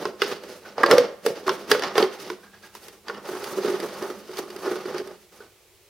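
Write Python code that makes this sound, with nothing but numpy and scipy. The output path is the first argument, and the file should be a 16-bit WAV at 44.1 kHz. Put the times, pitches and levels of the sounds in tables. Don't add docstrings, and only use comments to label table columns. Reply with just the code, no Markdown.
import sys
import numpy as np
from scipy import signal
from scipy.fft import rfft, irfft, next_fast_len
from scipy.io import wavfile
from scipy.ndimage import uniform_filter1d

SR = 44100
rng = np.random.default_rng(int(sys.argv[2]) if len(sys.argv) > 2 else 0)


def dump_mix(stems):
    frames = np.atleast_2d(stems).T
    limited = np.clip(frames, -1, 1)
    pcm = np.round(limited * 32767).astype(np.int16)
    wavfile.write(sys.argv[1], SR, pcm)


N = 259749
LEAD_S = 0.005

# frequency in Hz, relative level in dB, 60 dB decay time in seconds.
BOWL_MODES = [(213.7, -29, 0.13), (296, -39.5, .1), (371.6, -2, 0.26), (419.6, 2.5, 0.16), (473, 2, 0.11),
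              (508.1, -3.5, 0.26), (553.4, 4, 0.088), (632, 0.5, 0.12)]
# frequency in Hz, relative level in dB, 60 dB decay time in seconds.
LID_MODES = [(839, 7, 0.032), (927, 6.5, 0.016), (1070, -1, 0.096), (1260, 7, 0.039), (1490, -0.5, 0.068),
             (1646, -0.5, 0.029), (1795, -11, 0.042), (2095, -14.5, 0.11)]
# frequency in Hz, relative level in dB, 60 dB decay time in seconds.
RIM_MODES = [(2983, -2.5, .04), (3656, -6.5, 0.052), (4713, -1.5, 0.061), (5037, 3.5, 0.017),
             (5650, -13, 0.076)]


def knock(lid_db, bowl_db, crack_db, snap_db, lid_hz, bowl_hz, contact_ms, rise_ms, damp):
    # frequency in Hz, relative density in dB per Hz.
    crack_spectrum = [(880, -17), (1500, 1.5), (2220, -1), (2420, -8), (3210, -4.5), (3540, -6),
                      (5280, -10), (5670, -12), (6990, -24), (13800, -26.5), (16400, -44.5)]
    t = np.arange(6144) / SR - LEAD_S
    contact_ms = max(contact_ms, 0.3)
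    force = np.exp(np.minimum(t / 0.00011, -t * 1000 / contact_ms))
    rattle = rng.standard_normal(len(t)) * (force + 2.7 * np.exp(-abs(t) / 0.00022))
    yielding = np.exp(1000 * np.minimum(t / max(rise_ms, 0.05), -t / contact_ms))
    push = np.cos(2 * np.pi * bowl_hz * t) * yielding

    lid_response = ring(LID_MODES, lid_hz, spread=0.25, detune=0.061, damp=0.58)
    lid = signal.fftconvolve(rattle, lid_response)[:len(t)]
    lid = signal.sosfilt(signal.butter(2, 500.0, "high", fs=SR, output="sos"), lid)
    bowl_response = ring(BOWL_MODES, bowl_hz, spread=0.2, detune=0.023, damp=damp)
    bowl = signal.fftconvolve(push, bowl_response)[:len(t)]
    rim = signal.fftconvolve(rattle, ring(RIM_MODES, 4530.0, detune=0.046))[:len(t)]

    noise = pair(crack_spectrum, len(t))
    dull = signal.sosfiltfilt(signal.butter(4, 6800.0, fs=SR, output="sos"), noise)
    shiver = 0.23 * np.exp(-abs(t) / 0.021) * (t > 0)
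    crack = dull * (force + shiver) + 1.36 * rim / abs(rim).max()
    snap = evened(noise - dull) * (force + 0.027 * np.exp(-abs(t) / 0.006) * (t > 0))
    rings = amp(lid_db) * lid / abs(lid).max() + amp(bowl_db + 1.5) * bowl / abs(bowl).max()
    return rings + amp(crack_db + 5.5) * crack + amp(snap_db - 0.5) * snap


def lid_knocks(mix):
    # peak time in seconds, lid ring, bowl thump and crack in dB, snap in dB against the crack,
    # lid and bowl emphasis in Hz; levels are before the layer trims in knock().
    knocks = [(0.054, -15, -21, -33.5, -23, 1060, 390), (0.219, -10, -14.5, -21.5, -10, 1300, 429),
              (0.315, -24, -38.5, -41, -7, 1260, 396), (0.436, -40, -35.5, -47.5, 1, 834, 514),
              (0.781, -16.5, -21.5, -38.5, -23, 746, 522), (0.812, -25.5, -24.5, -42.5, -17.5, 805, 557),
              (0.834, -2.5, -26.5, -33, -10.5, 1540, 550), (0.838, -2.5, -16.5, -50, 0, 1270, 382),
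              (0.862, -25.5, -16, -28.5, -6, 1430, 540), (0.912, -6, -5, -17.5, -5, 1260, 500),
              (0.982, -21.5, -5, -22, -2, 1433, 520), (1.263, -19.5, -12, -27, 3.5, 970, 461),
              (1.467, -38, -26.5, -41, -7.5, 2160, 395), (1.48, -12, -17.5, -55, 0.5, 1070, 375),
              (1.493, -11, -29, -28, -22.5, 1120, 352), (1.715, -6, -8.5, -17, -2, 1490, 432),
              (1.749, -16.5, -14.5, -63, 3, 1490, 516), (1.795, -33, -24, -36, -0.5, 1700, 480),
              (1.823, -20.5, -35, -34.5, -10, 1510, 550), (1.836, -34, -48, -28.5, -16.5, 1190, 354),
              (1.955, -17.5, -19.5, -34, -14, 880, 473), (1.98, -8.5, -11, -20, -4.5, 1080, 418),
              (2.026, -23, -10.5, -26, -19, 1170, 387), (2.301, -24.5, -25, -37, -6.5, 1280, 380),
              (2.751, -34.5, -46.5, -47, 6.5, 894, 405), (2.883, -51, -42.5, -46, 6.5, 1640, 380),
              (3.083, -22.5, -47, -37.5, -24, 1710, 356), (3.098, -21, -28, -63, 9, 1180, 443),
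              (3.146, -46, -36, -54, -22, 1180, 368), (5.404, -42, -37.5, -63, -7, 1490, 443)]
    for s, lid_db, bowl_db, crack_db, snap_db, lid_hz, bowl_hz in knocks:
        blow = knock(lid_db, bowl_db, crack_db, crack_db + snap_db, lid_hz, bowl_hz,
                     contact_ms=3.3, rise_ms=0.36, damp=0.65)
        add(mix, s - LEAD_S, blow)


def crank_jolts(mix):
    # peak time in seconds, bowl thump and crack in dB, before the layer trims in knock().
    jolts = [(3.29, -26, -55), (3.335, -25, -52), (3.356, -36, -61), (3.442, -35, -38.5), (3.585, -20, -62),
             (3.648, -17.5, -54), (3.66, -24, -42), (3.702, -20.5, -44), (3.741, -21.5, -61),
             (3.801, -28.5, -40), (3.838, -23, -54), (4.025, -22.5, -44), (4.102, -25.5, -46),
             (4.293, -30.5, -62), (4.371, -39, -40), (4.389, -24.5, -47), (4.436, -33, -58),
             (4.503, -34.5, -46.5), (4.563, -33, -44), (4.649, -28.5, -57), (4.678, -20, -52),
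             (4.715, -21.5, -52), (4.757, -24.5, -45), (4.857, -25, -61), (4.946, -22.5, -49),
             (4.982, -48, -42), (5.0, -26, -50), (5.074, -33, -48.5), (5.11, -35.5, -66)]
    for s, bowl_db, crack_db in jolts:
        blow = knock(bowl_db - 6.5, bowl_db, crack_db, crack_db + 1.5, lid_hz=1440, bowl_hz=380,
                     contact_ms=3.8, rise_ms=3.6, damp=0.52)
        add(mix, s - LEAD_S, blow)


def rubbing():
    # time in seconds, looseness from 0 to 1.
    looseness = [(0, 0.5), (.4, 0.3), (.76, 1), (1.15, 1), (1.35, 0.83), (1.5, 0.45), (1.75, 0.1),
                 (1.8, .6), (2.0, 0.23), (3.2, 0.21), (5.89, 0.28)]
    # frequency in Hz, relative density in dB per Hz.
    hiss_spectrum = [(880, -16), (1500, -6), (2400, -9), (3840, -10), (4830, -13), (6140, -13.5),
                     (7350, -26.5), (10200, -25.5), (13700, -28.5), (15400, -28.5), (16400, -36.5)]
    # frequency in Hz, relative density in dB per Hz.
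    thud_spectrum = [(20, -31.5), (60, -15), (120, -22.5), (170, -2), (205, 7.5), (260, -21), (400, -45.5)]
    # time in seconds, level in dB.
    murmur = [(0, -69), (2.35, -61), (2.6, -65), (2.95, -73.5), (3.6, -51), (5.1, -62.5), (5.5, -85)]
    bowl_db, lid_db, hiss_db, sizzle_db = contact()
    loose = np.clip(follow(looseness)[0], 0, 1)
    clumps = amp(1.8 * wander(500))

    lid_catches = slips(per_s=1500.0, spread_db=1.0, clumps=clumps)
    bowl_catches = slips(per_s=600.0, spread_db=2.5, clumps=clumps)
    grit = slips(per_s=900.0, spread_db=4.5, clumps=clumps)
    shut, ajar = (rung(bowl_catches, BOWL_MODES, centre_hz=hz, spread=0.38, detune=0.035, damp=1.0)
                  for hz in (370.0, 520.0))
    bowl = np.sqrt(1 - loose) * shut + np.sqrt(loose) * ajar
    lid = rung(lid_catches, LID_MODES, centre_hz=1600.0, spread=1.5, detune=0.06)
    crunch = rung(grit, RIM_MODES, count=8, centre_hz=4500.0, detune=0.091)

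    fading = np.exp(-np.arange(900) / SR / 0.0072)
    flicker = evened(signal.fftconvolve(abs(lid_catches), fading)[:N])
    noise = evened(steady(hiss_spectrum) * (0.23 + 0.7 * clumps + 0.13 * flicker))
    dull = signal.sosfiltfilt(signal.butter(4, 6900.0, fs=SR, output="sos"), noise)
    patches = amp(2.1 * wander(700))
    sizzle = evened(patches * (noise - dull))
    hiss = amp(hiss_db) * (dull + 0.55 * crunch) + amp(sizzle_db + 1.5) * sizzle

    thud_gain = amp(0.57 * bowl_db - 39.0) + amp(follow(murmur)[0])
    return amp(bowl_db - 6.0) * bowl + amp(lid_db - 3.0) * lid + hiss + thud_gain * steady(thud_spectrum)


def contact():
    # time of full pressure in seconds, hold in seconds,
    # pressure in dB, then lid, hiss and sizzle in dB against it.
    strokes = [(0.0, 0.059, -26, -11.5, -17, -25), (0.223, .02, -30.5, -5.5, -5, -16),
               (0.278, .05, -30, -8.5, -9.5, -19), (0.44, .01, -34.5, -11, -15, -22),
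               (0.488, .04, -38, -11, -10, -17), (.56, .03, -45, -10, -10.5, -14.5),
               (0.659, 0.033, -38.5, -5, -10.5, -22), (0.802, 0.14, -25.5, 0.5, -14.5, -31),
               (0.909, 0.028, -8.5, -11, -22, -31.5), (0.989, 0.023, -17.5, -14.5, -17, -30.5),
               (1.26, .03, -24.5, -26, -16.5, -19.5), (1.358, 0.032, -34, -11.5, -12.5, -21),
               (1.475, 0.064, -27.5, -6.5, -14, -23.5), (1.54, .01, -35.5, -0.5, -12, -14),
               (1.61, 0.011, -32.5, -20, -15, -23), (1.714, 0.005, -18.5, -5, -8.5, -18),
               (1.829, 0.034, -26.5, 1.5, -8.5, -26.5), (1.968, 0.053, -20, -4, -13.5, -24),
               (2.13, 0.0067, -37, -2.5, -6, -14.5), (2.202, 0.025, -40, -4.5, -4.5, -14),
               (2.268, 0.059, -35.5, -10, -13, -19.5), (2.438, 0.0043, -50, 0.5, -6, -12),
               (2.542, .01, -53.5, 1.5, -1.5, -18), (2.642, 0.03, -54.5, 2, 0.5, -4),
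               (2.75, 0.026, -53.5, -1, -0.5, -2), (2.829, 0.038, -45, -4, -6.5, -8.5),
               (2.93, 0.014, -46, -10, -11.5, -15), (3.077, .04, -36, -2.5, -14, -28),
               (3.148, .03, -37.5, -4, -15.5, -33), (3.21, 0.028, -48.5, -11, -12, -20),
               (5.328, 0.088, -52.5, -5.5, -8, -10), (5.42, 0.014, -48, -3, -9.5, -21)]
    # time in seconds, grind in dB, then lid, hiss and sizzle in dB against it.
    crank = [(3.25, -36, -1, -12.5, -18.5), (3.33, -32.5, -6, -14, -18), (3.45, -38.5, 0.5, -8.5, -11),
             (3.6, -24, -12, -19, -24), (3.63, -37, -5, -7, -17), (3.65, -21, -11, -16.5, -25.5),
             (3.8, -33.5, -4, -12, -20.5), (3.84, -24, -7.5, -18, -22.5), (3.9, -38.5, -4, -9, -16),
             (4.05, -29.5, -5, -17.5, -23), (4.27, -48, -8.5, -8.5, -15), (4.3, -37, -16, -16, -23),
             (4.37, -46.5, 7.5, 1.5, -5), (4.39, -25, -9, -13.5, -17), (4.44, -38, -10.5, -17, -23.5),
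             (4.61, -41.5, 0, -10.5, -14), (4.68, -26.5, -3, -15, -24), (4.84, -36, -4, -12, -19.5),
             (4.96, -30.5, -6, -16, -28), (4.98, -39, 0, -2.5, -18), (5.01, -28.5, -15, -19, -28),
             (5.03, -45.5, -6, -11, -15), (5.11, -37.5, -9.5, -20, -30), (5.27, -78, -5, 7, 7)]
    release_db_per_s = np.c_[[200, 230, 240, 300]]
    press_db_per_s = 595.5
    t = np.arange(0, N, 64) / SR
    s, *load = np.transpose(crank)
    grind_db, *layers_db = (np.interp(t, s, c) for c in load)
    idle_db = press_db_per_s * np.maximum(np.maximum(s[0] - t, t - s[-1]), 0)
    power = amp(grind_db - idle_db + np.array([0 * t, *layers_db])) ** 2
    for full, held, db, *against_db in strokes:
        press_db = press_db_per_s * np.maximum(full - t, 0)
        release_db = release_db_per_s * np.maximum(t - full - held, 0)
        power = power + amp(db - press_db - release_db + np.c_[[0, *against_db]]) ** 2
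    return follow(np.column_stack([t, *(10 * np.log10(power + 1e-12))]))


def slips(per_s, spread_db, clumps):
    size = amp(spread_db * np.minimum(rng.exponential(1, N), 4)) * rng.choice([-1, 1], N)
    return size * clumps * (rng.random(N) < per_s / SR)


def rung(catches, modes, count=5, **shape):
    spot = rng.integers(0, count, N)
    return evened(sum(signal.fftconvolve(catches * (spot == k), ring(modes, **shape))[:N]
                      for k in range(count)))


def ring(modes, centre_hz=500.0, spread=12.0, detune=0.03, damp=0.75, size=6144):
    hz, db, t60 = np.transpose(modes)[:, :, None]
    shift = rng.standard_normal((len(modes), 1))
    t = np.arange(size) / SR
    near_db = -6 * (np.log2(hz / centre_hz) / spread) ** 2
    decay = amp(db + near_db - 60 * t / (damp * t60))
    return (decay * np.sin(2 * np.pi * hz * (1 + detune * shift) * t)).sum(0)


def squeak(db, hz, ms):
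    t = np.arange(6000) / SR
    stutter = rng.standard_normal(len(t)) * np.minimum(t / 0.002, 1) * np.exp(-t * 1000 / ms)
    modes = [(hz, 0, 0.05), (hz * 1.09, -10, 0.015)]
    tone = signal.fftconvolve(stutter, ring(modes, hz, detune=0))[:len(t)]
    return amp(db) * tone / abs(tone).max()


def kitchen(x):
    # frequency in Hz, 60 dB decay time in seconds.
    decay_times = [(200, 0.32), (1000, 0.56), (4000, 0.47), (12000, 0.24)]
    taps = np.zeros((2, SR // 2))
    at = np.arange(200, SR // 2 - 20, 20) + rng.integers(0, 20, (2, (SR // 2 - 201) // 20))
    np.put_along_axis(taps, at, rng.choice([-1.0, 1.0], at.shape), 1)
    taps[1] = 0.7 * taps[0] + 0.66 * taps[1]
    hz, t, z = signal.stft(taps, SR, nperseg=256)
    fading = amp(-60 * t / read(decay_times, hz)[:, None])
    tail = signal.istft(z * fading, SR, nperseg=256)[1]
    return signal.fftconvolve(x, tail / np.linalg.norm(tail[0]), axes=1)[:, :N]


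def room_air():
    # frequency in Hz, relative density in dB per Hz.
    air_spectrum = [(12, -54), (20, -17), (102, -2), (243, -27.5), (370, 0), (613, -12.5), (1590, -18.5),
                    (2290, -13.5), (2640, -15), (14600, -21), (16400, -21.5)]
    return amp(-57) * steady(air_spectrum)


def pair(spectrum, size):
    # frequency in Hz, left-right likeness from 0 to 1.
    likeness = [(60, 0.89), (180, 0.69), (550, 1), (1650, 0.88), (4970, 0.41), (15000, 0.11)]
    hz = np.fft.rfftfreq(size, 1 / SR)
    same = np.clip(read(likeness, hz), 0, 1)
    a, b = rfft(rng.standard_normal((2, size)))
    z = np.array([a, same * a + np.sqrt(1 - same ** 2) * b])
    return evened(irfft(z * amp(read(spectrum, hz)), size))


def steady(spectrum):
    return pair(spectrum, next_fast_len(N))[:, :N]


def wander(width):
    once = uniform_filter1d(rng.standard_normal(N), width)
    return evened(uniform_filter1d(once, width))


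def follow(rows):
    s, *columns = np.transpose(rows)
    return [np.interp(np.arange(N) / SR, s, c) for c in columns]


def read(points, hz):
    f, value = np.transpose(points)
    return np.interp(np.log(hz + 1), np.log(f + 1), value)


def amp(db):
    return 10 ** (np.asarray(db) / 20)


def evened(x):
    return x / np.sqrt(np.mean(x ** 2) + 1e-20)


def add(mix, s, sound):
    part = mix[..., round(s * SR):][..., :sound.shape[-1]]
    part += sound[..., :part.shape[-1]]


def scene():
    # start in seconds, peak level in dB, pitch in Hz, stutter decay constant in ms.
    squeaks = [(0.649, -37, 1500, 30), (2.43, -45, 1600, 37), (2.533, -42, 1653, 22),
               (2.634, -40, 1654, 25), (3.145, -41, 2900, 12), (4.368, -37, 4600, 10),
               (4.98, -37.5, 4700, 12), (5.403, -44, 1510, 26)]
    chopper = rubbing()
    lid_knocks(chopper)
    crank_jolts(chopper)
    for s, db, hz, ms in squeaks:
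        add(chopper, s, squeak(db, hz, ms))
    chopper = signal.sosfilt(signal.butter(3, 165.0, "high", fs=SR, output="sos"), chopper)
    wet = chopper + amp(-15) * kitchen(chopper)
    return wet * amp([[-1.1], [0.9]]) + room_air() * amp([[-0.6], [0.6]])


def record(dry):
    edge_hz = 16280
    low_pass = signal.firwin(511, edge_hz, window=("kaiser", 9), fs=SR)
    rounded = 1.18 * np.tanh(dry / 1.14)
    return signal.oaconvolve(rounded, low_pass[None], "same")


dry = scene()
out = record(dry)
dump_mix(out)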